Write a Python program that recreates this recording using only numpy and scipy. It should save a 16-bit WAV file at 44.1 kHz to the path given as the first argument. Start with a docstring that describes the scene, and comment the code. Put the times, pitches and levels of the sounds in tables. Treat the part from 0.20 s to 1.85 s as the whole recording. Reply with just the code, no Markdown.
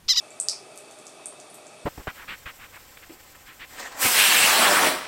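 """Sharp ticks of water at a dripping tap over a basin, where a cat drinks in a small bathroom.
Each drip is an impulsive snap and a tiny bubble that resonates for about a millisecond;
the basin and hard walls reflect it as early echoes and a short reverberant tail.
A few soft taps lie underneath, with a steady ventilation-like hum and faint hiss."""
import sys
import numpy as np
from scipy import signal
from scipy.fft import rfft, irfft
from scipy.io import wavfile
from scipy.ndimage import uniform_filter1d

SR = 44100
rng = np.random.default_rng(int(sys.argv[2]) if len(sys.argv) > 2 else 0)


def to_wav(s):
    """Save 16-bit WAV."""
    ch = np.atleast_2d(s).T  # columns
    pcm = np.round(np.clip(ch, -1, 1) * 32767)  # PCM
    wavfile.write(sys.argv[1], SR, pcm.astype(np.int16))


N = 72765


def undb(db):
    """Decibels to amplitude gain."""
    return 10 ** (np.asarray(db) / 20)


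def level(x, db):
    """Normalisation to an rms level."""
    return x * undb(db) / np.sqrt(np.mean(x ** 2))


def colour(x, points, size=4096):
    """Minimum-phase filtering through (frequency_hz, gain_db) points."""
    hz, db = np.array(points, float).T
    f = np.maximum(np.arange(size // 2 + 1) * SR / size, 1)
    gain = undb(np.interp(np.log(f), np.log(hz), db))
    cepstrum = irfft(np.log(gain))
    cepstrum[1:size // 2] *= 2  # folding makes the filter causal
    cepstrum[size // 2 + 1:] = 0
    return signal.fftconvolve(x, irfft(np.exp(rfft(cepstrum))))[:len(x)]


def resonance(x, hz, width):
    """Two resonators in cascade, for steep skirts."""
    b, a = signal.iirpeak(hz, hz / (1.5 * width), fs=SR)
    return signal.lfilter(b, a, signal.lfilter(b, a, x))


def walk(rate):
    """Interpolated noise: a smooth drift with a spread near 1."""
    k = int(SR / rate)
    return uniform_filter1d(np.repeat(rng.standard_normal(N // k + 1), k), k)[:N]


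def add(out, start, sound):
    """Superposition of a short sound at a start time."""
    i = int(start * SR)
    out[i:i + len(sound)] += sound[:N - i]


def drips(size=1024):
    """Bubble resonance: each drip is an impulse, and its bubble rings as a damped oscillator."""
    # Drips, before colouring: start_s, pitch_hz, decay_ms, ring_db, snap_db
    drops = [ (0.1054, 7460, .9, -32.5, -48), (0.2001, 8240, 0.5, -6.5, -22), (0.2858, 5030, 0.43, 0.5, -8),
             (0.2857, 8160, 0.16, -9, -20), (0.5595, 12600, 0.1, -23, -25), (0.576, 8300, 0.19, -24, -16),
             (0.7116, 7450, 0.12, -26.5, -23), (0.7878, 7600, 0.21, -33, -25),
             (0.8558, 8100, .25, -32, -28), (0.8683, 6300, 0.13, -15, -37),
             (1.0581, 8650, 0.42, -14.5, -43), (1.2009, 6540, 0.12, -20, -24),
             (1.3008, 9700, 0.58, -32, -48), (1.343, 12900, 0.13, -15.5, -41),
             (1.3457, 8300, 0.43, -29, -33), (1.4681, 7100, 0.26, -27, -38), ]
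    # Colour of every drip: frequency_hz, gain_db
    drip_colour = [(300, -35), (2500, -15), (4500, -3.5), (6500, -0.5), (8700, 1), (10500, -3),
                   (12500, -11), (14000, -14), (15500, -36)]
    attack_s = .00004
    out, t = np.zeros(N), np.arange(size) / SR
    for start_s, pitch_hz, decay_ms, ring_db, snap_db in drops:
        envelope = (1 - np.exp(-t / attack_s)) * np.exp(-1000 * t / decay_ms)
        tick = undb(ring_db) * envelope * np.cos(2 * np.pi * pitch_hz * t)
        tick[0] += undb(snap_db)
        add(out, start_s, tick)
    return colour(out, drip_colour)


def taps(size=1024):
    """Damped free vibration: each soft contact at the basin excites one short-lived mode."""
    # Contacts, before the bass cut: start_s, pitch_hz, level_db
    contacts = [(.2857, 1700, -36.5), (.3295, 2400, -35.5), (.3325, 910, -36), (.996, 1070, -36.5),
                (1.124, 1050, -35.5), (1.136, 657, -35), (1.252, 880, -49), (1.383, 1100, -41.5)]
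    decay_s, bass_cut_hz = 0.0011, 300
    out, t = np.zeros(N), np.arange(size) / SR
    for start_s, pitch_hz, level_db in contacts:
        envelope = undb(level_db) * np.exp(-t / decay_s)
        add(out, start_s, envelope * np.sin(2 * np.pi * pitch_hz * t))
    return signal.sosfilt(signal.butter(2, bass_cut_hz, "high", fs=SR, output="sos"), out)


def bathroom(x):
    """Reverberation: convolution with the direct sound, early reflections and a diffuse tail."""
    # Reflections from basin and walls, before colouring: delay_ms, gain_db
    reflections = [(1.7, -8.5), (4.7, -6), (10.1, -7.5), (11.0, -9), (12.8, -8), (19.1, -23), (21.8, -25),
                   (25.6, -15), (28.7, -23), (32.6, -14)]
    # Colour of the reflections: frequency_hz, gain_db
    echo_colour = [(1000, -2), (4000, -7.5), (6000, -4.5), (8500, 0.5), (10500, 0.5), (14500, -3)]
    # Colour of the tail: frequency_hz, gain_db
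    tail_colour = [(500, -6), (3000, -1), (5200, -1), (7500, -2), (9500, 2.5), (14000, -2)]
    tail_db, t60_s, build_s = -0.5, .26, 0.0044
    scatter_db, scatter_s = -7, 0.00039
    t = np.arange(N // 2) / SR
    envelope = (1 - np.exp(-t / build_s)) * np.exp(-np.log(1000) * t / t60_s)
    tail = rng.standard_normal(len(t)) * envelope
    response = colour(undb(tail_db) * tail / np.linalg.norm(tail), tail_colour)
    response[0] += 1  # direct sound
    early = np.zeros(N)
    for delay_ms, gain_db in reflections:
        # Curved surfaces scatter each reflection slightly.
        scatter = rng.standard_normal(len(t)) * np.exp(-t / scatter_s)
        echo = undb(scatter_db) * scatter / np.linalg.norm(scatter)
        echo[0] += 1  # specular part
        add(early, delay_ms / 1000, undb(gain_db) * echo)
    response += colour(early[:len(t)], echo_colour)
    return signal.fftconvolve(x, response)[:N]


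def ventilation():
    """Duct resonance: broadband noise of moving air, with narrow bands that waver in level."""
    # Spectrum of the moving air: frequency_hz, relative_db
    air_spectrum = [(25, -40), (60, -27), (100, -10), (125, -3), (200, -4), (310, 2), (500, -0.5), (800, 2),
                    (950, -7), (1300, -4.5), (1500, -9.5), (2000, -10), (3000, -14), (6000, -21),
                    (15000, -37)]
    # Duct resonances: centre_hz, width_hz, rms_db
    duct_modes = [(409, 69, -59.5), (614.8, 29.7, -56.5), (661, 64, -59.5), (813, 64, -67),
                  (1220, 147, -62), (2310, 66, -64.5), (2577, 112, -60), (3527, 530, -61.5),
                  (4515, 250, -65)]
    waver_db, waver_hz = 1.36, 9.42
    out = level(colour(rng.standard_normal(N), air_spectrum), db=-52)
    for centre_hz, width_hz, rms_db in duct_modes:
        band = resonance(rng.standard_normal(N), centre_hz, width_hz)
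        out += level(band * undb(waver_db * walk(waver_hz)), rms_db)
    return out


def hiss():
    """Stationary filtered noise: a faint, even treble hiss."""
    # Spectrum of the hiss: frequency_hz, relative_db
    hiss_spectrum = [(1000, -14.5), (4000, -10), (5500, -3), (7500, -4), (8500, 2.5), (9500, -1.5),
                     (10700, -10), (12500, -18.5), (15000, -34)]
    return level(colour(rng.standard_normal(N), hiss_spectrum), db=-55.5)


def scene():
    """Superposition: drips and taps reverberate in the room, over the steady background."""
    return (bathroom(drips() + taps()) + ventilation() + hiss())[None]


def record(dry):
    """Band limiting: a steep low-pass filter removes the top of the treble."""
    cutoff_hz = 15100
    return signal.sosfilt(signal.ellip(8, .2, 70, cutoff_hz, fs=SR, output="sos"), dry)


dry = scene()
out = record(dry)
to_wav(out)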